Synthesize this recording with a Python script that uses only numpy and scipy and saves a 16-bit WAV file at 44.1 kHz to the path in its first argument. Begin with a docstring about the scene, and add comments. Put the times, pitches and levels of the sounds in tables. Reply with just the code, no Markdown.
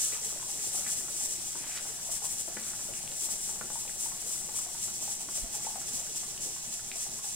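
"""Thick gravy sizzles and simmers in a heavy pan on a gas stove while a wooden spatula stirs it.
Tiny steam bursts at the hot wall make the sizzle, which surges as gravy washes up the wall.
Big bubbles plop, pinhead ones fizz, wet films snap, and the spatula knocks, scrapes and squelches.
Behind it, in a small tiled kitchen, are the rush of the flame, a faint mains hum and one deep bump."""
import sys
import numpy as np
from scipy import signal
from scipy.fft import rfft, irfft, next_fast_len
from scipy.io import wavfile
from scipy.ndimage import map_coordinates

SR = 44100
rng = np.random.default_rng(int(sys.argv[2]) if len(sys.argv) > 2 else 0)


def wav_out(sig):
    """Save sig, one row per channel (or a flat mono array), as 16-bit PCM at SR to the path in sys.argv[1]."""
    wavfile.write(sys.argv[1], SR, np.round(np.clip(np.atleast_2d(sig).T, -1, 1) * 32767).astype(np.int16))


N = 324152

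# how alike left and right are in the sizzle and the fizz: (frequency [Hz], likeness [-1 to 1])
STEAM_LIKENESS = [(1500, .3), (2800, .3), (3800, -.05), (5000, -.2), (6300, -.7), (6750, -.45), (7050, .58),
                  (7700, .82), (8450, .55), (9200, .86), (13000, .8), (14000, .86)]


def amp(db):
    """Turn decibels into a gain."""
    return 10 ** (np.asarray(db) / 20)


def unit(x):
    """Scale a signal to an average (rms) level of 1."""
    return x / np.sqrt(np.mean(x ** 2) + 1e-20)


def along(points, hz):
    """Read between (frequency, value) points on a logarithmic frequency scale."""
    frequencies, values = np.transpose(points)
    return np.interp(np.log(hz + 1), np.log(frequencies + 1), values)


def wobble(rate):
    """A smooth curve through `rate` random values a second."""
    return map_coordinates(rng.standard_normal(int(N * rate / SR) + 4), [np.arange(N) * rate / SR])


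def filtered(x, response):
    """Scale each frequency of x by the gain that `response` gives for it."""
    size = next_fast_len(x.shape[-1] + 8192)
    return irfft(rfft(x, size) * response(np.fft.rfftfreq(size, 1 / SR)), size)[..., :x.shape[-1]]


def band(hz, centre_hz, octaves):
    """A bell-shaped gain around a pitch."""
    return 1 / (1 + (np.log2((hz + 1) / centre_hz) / octaves) ** 2)


def stereo(pair, likeness):
    """Blend two unrelated signals into left and right of a given likeness."""
    angle = lambda hz: np.arccos(np.clip(along(likeness, hz), -1, 1)) / 2
    mid, side = filtered(pair, lambda hz: np.array([np.cos(angle(hz)), np.sin(angle(hz))]))
    return np.array([mid + side, mid - side])


def add(track, s, sound):
    """Mix a sound into a track, starting at s seconds."""
    start = max(round(s * SR), 0)
    part = track[start:start + len(sound)]
    part += sound[:len(part)]


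def crackle(rate, spread_db):
    """Two unrelated streams of tiny, uneven clicks, about `rate` a second each."""
    fires = rng.random((2, N)) < rate / SR
    sizes = amp(spread_db * np.clip(rng.standard_normal((2, N)), -2.5, 2.5))
    return unit(fires * sizes * rng.choice([-1, 1], (2, N)))


def puff(t, hz, t60, octaves):
    """A burst of noise around a pitch; t60 is the seconds it takes to fade by 60 dB."""
    noise = rng.standard_normal(len(t)) * amp(-60 * t / t60)
    burst = filtered(noise, lambda f: band(f, hz, octaves) ** 2)
    return burst / abs(burst).max()


def bubble(hz, cycles, rise, samples=5000):
    """A bubble rings for some cycles; its pitch climbs as it opens."""
    t = np.arange(samples) / SR
    age = t * hz / cycles
    pitch = hz * (1 + rise * (np.minimum(age, 1) - .15))
    onset = 1 - np.exp(-t * hz / 0.95)
    return np.sin(2 * np.pi * np.cumsum(pitch) / SR) * amp(-60 * age) * onset


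def kitchen(x, wet_db, left_db):
    """Add the short echo of the tiles at wet_db, and make the left side left_db louder than the right."""
    # how long the room rings: (frequency [Hz], time to fade by 60 dB [s])
    fade_times = [(200, 0.21), (900, 0.22), (3000, 0.28), (12000, 0.088)]
    hz, t, spectrum = signal.stft(rng.standard_normal((2, SR // 2)), SR, nperseg=256)
    tail = signal.istft(spectrum * amp(-60 * t / along(fade_times, hz)[:, None]), SR, nperseg=256)[1]
    tail *= np.minimum(np.arange(tail.shape[1]) / SR / 0.0077, 1)  # the echo builds up
    echo = signal.fftconvolve(x[None], tail / np.linalg.norm(tail[0]), axes=1)[:, :N]
    return (x + amp(wet_db) * echo) * amp([[left_db / 2], [-left_db / 2]])


def pan_echo(x, wet_db, t60):
    """Sound bounces between the walls of the pan, which colours its tone."""
    t = np.arange(SR // 12) / SR
    echoes = rng.standard_normal((2, len(t))) * amp(-60 * t / t60) * (t > .0007)
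    return x + amp(wet_db) * signal.fftconvolve(x, echoes / np.linalg.norm(echoes[0]), axes=1)[:, :N]


def burner():
    """The gas flame rushes with a soft flutter."""
    # tone of the flame and the kitchen air: (frequency [Hz], relative level [dB])
    tone = [(20, 6.5), (38, -1), (80, -9.5), (112, 3.5), (135, -4), (215, 0), (300, -11), (360, 0.5),
            (435, -12), (780, -2.5), (1200, -16.5), (2000, -12.5), (5000, -37)]
    # how alike left and right are: (frequency [Hz], likeness [-1 to 1])
    likeness = [(30, 0.09), (70, 0.44), (120, 0.97), (250, 1), (700, 0.65), (1400, 0.16)]
    rush = filtered(stereo(rng.standard_normal((2, N)), likeness), lambda hz: amp(along(tone, hz)))
    flutter = amp(1.4 * wobble(14))
    return amp(-53.5) * flutter * unit(rush)


def mains_hum():
    """The electric supply hums faintly with two low, slightly wavering tones."""
    # the tones of the hum: (pitch [Hz], rms level [dB])
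    tones = [(49, -66), (147, -67)]
    t = np.arange(N) / SR
    return sum(amp(db) * np.sqrt(2) * np.sin(2 * np.pi * hz * t + .5 * wobble(3.07)) for hz, db in tones)


def bump(s, hz, db):
    """One soft, deep bump, stronger on the right."""
    t = np.arange(N) / SR - s
    return -amp(db) * np.cos(2 * np.pi * hz * t) * np.exp(-(t / 0.013) ** 2) * amp([[-6], [3]])


def strokes(rows, grain_rate, octaves):
    """Sticking and slipping makes short, grainy swells, each around its own pitch."""
    track, t = np.zeros(N), np.arange(SR // 3) / SR
    grains = crackle(grain_rate, spread_db=3)[0]
    for middle, half, db, hz in rows:
        start = max(middle - t.mean(), 0)
        rub = filtered(grains[round(start * SR):][:len(t)], lambda f: band(f, hz, octaves) ** 2)
        swell = np.exp(-.5 * ((start + t[:len(rub)] - middle) / half) ** 2)
        add(track, start, amp(db) * unit(rub) * swell)
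    return track


def stirring():
    """The spatula rasps on the bottom and pushes the thick gravy aside."""
    # wood drags over the pan: (middle [s], half length [s], level [dB], pitch [Hz])
    scrapes = [(.137, 0.011, -46.5, 2370), (.79, 0.018, -63, 1400), (.875, .02, -52, 1950),
               (1.64, 0.053, -53.5, 2200), (1.735, 0.028, -49.5, 2190), (1.775, 0.023, -54, 1470),
               (1.774, 0.0096, -44, 4420), (2.66, 0.069, -56, 1500), (2.98, 0.034, -58, 2380),
               (6.93, .015, -61, 2600), (2.3, 0.08, -67, 1920)]
    # the gravy heaves: (middle [s], half length [s], level [dB], pitch [Hz])
    squelches = [(.135, 0.0085, -43, 462), (1.565, 0.022, -49, 335), (2.487, 0.0056, -41, 368),
                 (2.59, 0.024, -49.5, 232), (3.64, 0.021, -49, 300), (4.5, 0.015, -52, 370),
                 (6.46, 0.041, -47.5, 380)]
    rasp = strokes(scrapes, grain_rate=990, octaves=1.0)
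    squelch = strokes(squelches, grain_rate=550, octaves=0.99)
    return kitchen(amp(-1.0) * rasp + amp(-6.5) * squelch, wet_db=-6.5, left_db=-1.0)


def knocks():
    """Wood hits the gravy-filled pan: each spot brings out other tones, and the stove under it thuds."""
    # spatula hits, plus one small wet tick at 4.881 s: (time [s], level [dB], favoured pitch [Hz], thud
    # relative to the hit [dB])
    hits = [(.123, -34.5, 2400, -19), (0.779, -39.5, 1300, -2), (.864, -34.5, 1980, -6),
            (1.082, -39.5, 1140, -6), (2.569, -27.5, 1700, -6), (2.733, -36, 1080, -12),
            (3.612, -30, 1380, -9.5), (3.703, -36.5, 950, -14), (3.872, -46, 610, -3),
            (4.488, -39, 920, -3.5), (4.881, -41, 1200, -8), (5.287, -35.5, 1070, -4.5),
            (5.649, -40.5, 2200, -2), (6.793, -43, 1500, -14)]
    # the tones the full pan rings with: (pitch [Hz], relative level [dB], time to fade by 60 dB [s])
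    pan_tones = [(550, 3, 0.072), (849, 1.5, .05), (1130, -7, .03), (1390, 1, 0.054), (1473, -2.5, 0.047),
                 (1740, -1, 0.046), (1977, -3, 0.092), (2326, -4, 0.064), (2810, -14, .05),
                 (2950, -20, .05), (3680, -10, .04)]
    track, t = np.zeros(N), np.arange(SR // 4) / SR
    hz, tone_db, t60 = np.transpose(pan_tones)[:, :, None]
    for s, db, spot_hz, thud_db in hits:
        gains = amp(tone_db + rng.normal(0, 1, hz.shape)) * band(hz, spot_hz, octaves=0.32)
        ring = np.sum(gains * amp(-60 * t / t60) * np.sin(2 * np.pi * hz * t), axis=0)
        ring /= abs(ring).max()
        crack = puff(t, spot_hz, t60=0.01, octaves=0.67)
        stove_ring = amp(-12.0) * np.sin(2 * np.pi * 215 * t) * amp(-60 * t / 0.24)
        thud = puff(t, 420, t60=0.061, octaves=2.1) + stove_ring
        add(track, s, amp(db) * (amp(0.5) * ring + amp(-4.5) * crack + amp(thud_db) * thud))
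    return kitchen(track, wet_db=-7, left_db=2.5)


def small_bubbles(count, hz, spread):
    """Small bubbles open at random times and pitches, louder while the gravy is churned."""
    # how hard the spatula churns: (time [s], boost [dB])
    churn = [(0, 8), (1.0, 4), (1.9, 6), (2.45, -0.5), (3.1, 6), (3.8, -3.5), (4.3, 3), (4.9, -1), (6.0, 6),
             (6.7, -5), (7.35, -4)]
    track = np.zeros(N)
    times = rng.uniform(0, N / SR, count)
    for s, (size, pitch) in zip(times, np.clip(rng.standard_normal((count, 2)), -2, 2)):
        db = 3.0 * size + np.interp(s, *np.transpose(churn))
        add(track, s, amp(db) * bubble(hz * np.exp(spread * pitch), cycles=12.5, rise=0.53, samples=1500))
    return track


def snaps():
    """Films of gravy break with a tick and a short, high chirp; tiny wet ticks follow the stirring."""
    # thin wet films breaking: (time [s], level [dB], pitch [Hz])
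    films = [(2.638, -37, 3650), (2.937, -33, 2700), (3.076, -35, 2750), (3.1158, -36, 3260),
             (3.8781, -36, 2660), (3.8945, -40, 1630), (6.3762, -34, 2900), (6.916, -30, 2590)]
    track, t = np.zeros(N), np.arange(SR // 30) / SR
    for s, db, hz in films:
        add(track, s, amp(db) * bubble(hz, cycles=28, rise=0.38))
        add(track, s, amp(db + 0.5) * puff(t, 1.06 * hz, t60=0.008, octaves=0.9))
    ticks = amp(-47.0) * small_bubbles(count=420, hz=1964, spread=0.42)
    return kitchen(track, wet_db=-6, left_db=-1) + kitchen(ticks, wet_db=-1.5, left_db=0.5)


def weaker_plops(count):
    """Weaker bubbles, loosely spread over the simmer, as rows of (time [s], level [dB], pitch [Hz])."""
    times = (np.arange(count) + rng.random(count)) * N / SR / count
    size, pitch = np.clip(rng.standard_normal((count, 2)), -2, 2).T
    return list(zip(times, -45.5 + 1.5 * size, 807 * np.exp(.32 * pitch)))


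def plops():
    """Big bubbles open one by one over a steady blipping of small ones."""
    # the biggest bubbles: (time [s], level [dB], pitch [Hz])
    big_bubbles = [(.36, -43.5, 615), (.427, -40, 980), (.491, -44, 810), (.64, -41.5, 820),
                   (.745, -37.5, 760), (1.552, -41.5, 950), (2.089, -36.5, 666), (2.219, -38.5, 810),
                   (2.241, -39, 1010), (2.479, -39, 657), (3.287, -44, 856), (3.491, -41, 870),
                   (3.756, -37, 931), (4.058, -39, 930), (4.118, -45, 1050), (4.589, -44.5, 1040),
                   (4.662, -41, 710), (4.747, -43.5, 930), (5.078, -40.5, 820), (5.442, -42, 665),
                   (5.545, -42, 815), (5.667, -29.5, 853), (5.757, -34, 765), (6.957, -43.5, 672),
                   (7.242, -40, 810)]
    track, t = np.zeros(N), np.arange(SR // 10) / SR
    rows = list(big_bubbles) + weaker_plops(count=26)
    for (s, db, hz), (lag, detune) in zip(rows, rng.random((len(rows), 2))):
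        add(track, s, amp(db + 2.0) * bubble(hz, cycles=28.5, rise=0.15))
        # the crater closes a moment later with a weaker ring at another pitch
        closing = bubble(hz * (0.806 + 0.57 * detune), cycles=16, rise=.2)
        add(track, s + 0.00622 + 0.0121 * lag, amp(db - 7.5) * closing)
        # even a weak bubble lets out a fair puff of steam
        add(track, s, amp(0.34 * db - 30.5) * puff(t, hz, t60=0.033, octaves=1.46))
    blips = amp(-50.0) * small_bubbles(count=460, hz=605, spread=0.437)
    return kitchen(track + blips, wet_db=-3.5, left_db=7.5)


def fizz():
    """Pinhead bubbles burst evenly all over the gravy, whatever the spatula does."""
    # tone of the fizzing surface: (frequency [Hz], relative level [dB])
    tone = [(900, -14), (1800, -9.5), (3400, -0.5), (4500, -0.5), (6100, 4.5), (7500, -3.5), (11000, -12),
            (15000, -11)]
    pops = stereo(pan_echo(crackle(5000, spread_db=4), wet_db=2.0, t60=0.1), STEAM_LIKENESS)
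    hiss = unit(filtered(pops, lambda hz: amp(along(tone, hz))))
    return amp(-50.5 + 0.94 * wobble(5)) * hiss * amp([[-2], [2]])


def spits():
    """A few loud steam bursts spit out singly, a little to the left."""
    # single spits: (time [s], level [dB])
    bursts = [(0.0144, -20), (0.0204, -25), (0.0814, -31), (4.9397, -31), (5.023, -27.5), (5.5724, -29),
              (5.6316, -32)]
    track, t = np.zeros(N), np.arange(SR // 30) / SR
    for s, db in bursts:
        add(track, s, amp(db + 0.5) * puff(t, 8000, t60=0.015, octaves=0.63))
    return track * amp([[1.5], [-1.5]])


def sizzle_strength():
    """A restless simmer that slowly eases, plus a smooth swell for each wash of gravy up the wall."""
    # stirred gravy washes onto the hot wall: (middle [s], half length [s], relative level [dB])
    surges = [(0.024, 0.058, -33), (0.277, 0.044, -39), (.52, .022, -43.5), (.648, .028, -37),
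              (.766, 0.029, -36), (0.916, 0.058, -39), (1.228, .036, -37), (1.316, .02, -43.5),
              (1.44, 0.045, -48), (2.14, 0.02, -38.5), (2.254, .016, -39.5), (2.325, 0.02, -38),
              (2.405, .02, -41.5), (2.684, 0.019, -44.5), (2.977, 0.019, -46), (3.242, .04, -39.5),
              (3.328, 0.021, -40), (3.473, .033, -38), (3.778, .032, -40.5), (4.045, .036, -41.5),
              (4.326, .05, -40.5), (4.575, .032, -38.5), (4.837, 0.042, -41), (4.951, 0.011, -43),
              (5.047, 0.013, -40.5), (5.116, .026, -42), (5.371, .036, -41), (5.564, .015, -40),
              (5.66, .027, -38), (5.955, .04, -40.5), (6.195, 0.039, -43.5), (6.478, .04, -44),
              (6.748, 0.019, -39.5), (7.021, .031, -41), (7.282, .04, -44)]
    t = np.arange(N) / SR
    simmer = amp(-39.5 - 0.24 * t)
    swells = sum(amp(db) * np.exp(-.5 * ((t - middle) / half) ** 2) for middle, half, db in surges)
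    flicker = amp(1.41 * wobble(42))
    return (simmer + swells) * flicker + amp(-52)


def sizzle():
    """Countless steam bursts at the hot wall; a surge makes them louder and denser."""
    # tone of the sizzle on the left and on the right: (frequency [Hz], relative level [dB])
    left_tone = [(900, -29), (2000, -25.5), (4400, -21.5), (5400, -13), (6200, -8), (6850, -9.5),
                 (7600, -1.5), (8200, -1), (9100, -9.5), (10500, -14.5), (11900, -23), (13300, -26.5),
                 (14200, -21), (15800, -23)]
    right_tone = [(900, -34), (2000, -28), (3400, -18.5), (4600, -18), (6100, -5), (6900, -9), (7400, -6),
                  (8750, -15), (9150, -12), (10550, -13.5), (11900, -26.5), (13300, -19), (14200, -26),
                  (15800, -24)]
    # the tone turns mellow or bright as gravy wets other parts of the wall: (time [s], mellowness [dB])
    mellowness = [(0, 1), (1.0, 0), (1.6, .5), (2.1, -0.5), (3.2, -0.5), (4.3, -1), (4.7, 0), (6, 1),
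                  (7.35, 1.2)]
    mellow_db = np.interp(np.arange(N) / SR, *np.transpose(mellowness))
    strength = sizzle_strength()
    density = (strength / strength.mean()) ** .3
    bursts = crackle(9000 * density, spread_db=3.5) + amp(-11.5) * crackle(600 * density, spread_db=1)
    bursts = stereo(pan_echo(bursts, wet_db=-6.5, t60=0.11), STEAM_LIKENESS)
    hiss = unit(filtered(bursts, lambda hz: amp([along(left_tone, hz), along(right_tone, hz)])))
    low = filtered(hiss, lambda hz: 1 / (1 + (hz / 7300) ** 10))
    bright = hiss - low
    # a surge lifts the bright part more than the low part
    hiss = low * amp(mellow_db) / density ** 0.45 + bright * amp(-.5 * mellow_db)
    balance = amp(np.outer([-1, 1], 0.48 * mellow_db))  # the bright stretch of wall lies to the left
    return amp(0.07) * balance * strength * hiss


def scene():
    """The gravy, the spatula and the background, mixed in stereo."""
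    gravy = sizzle() + spits() + fizz() + plops() + snaps()
    spatula = knocks() + stirring()
    background = burner() + mains_hum() + bump(s=5.438, hz=36.5, db=-34.5)
    return gravy + spatula + background


def record(dry):
    """Cut off the very highest treble."""
    return filtered(dry, lambda hz: hz < 15780)


dry = scene()
out = record(dry)
wav_out(out)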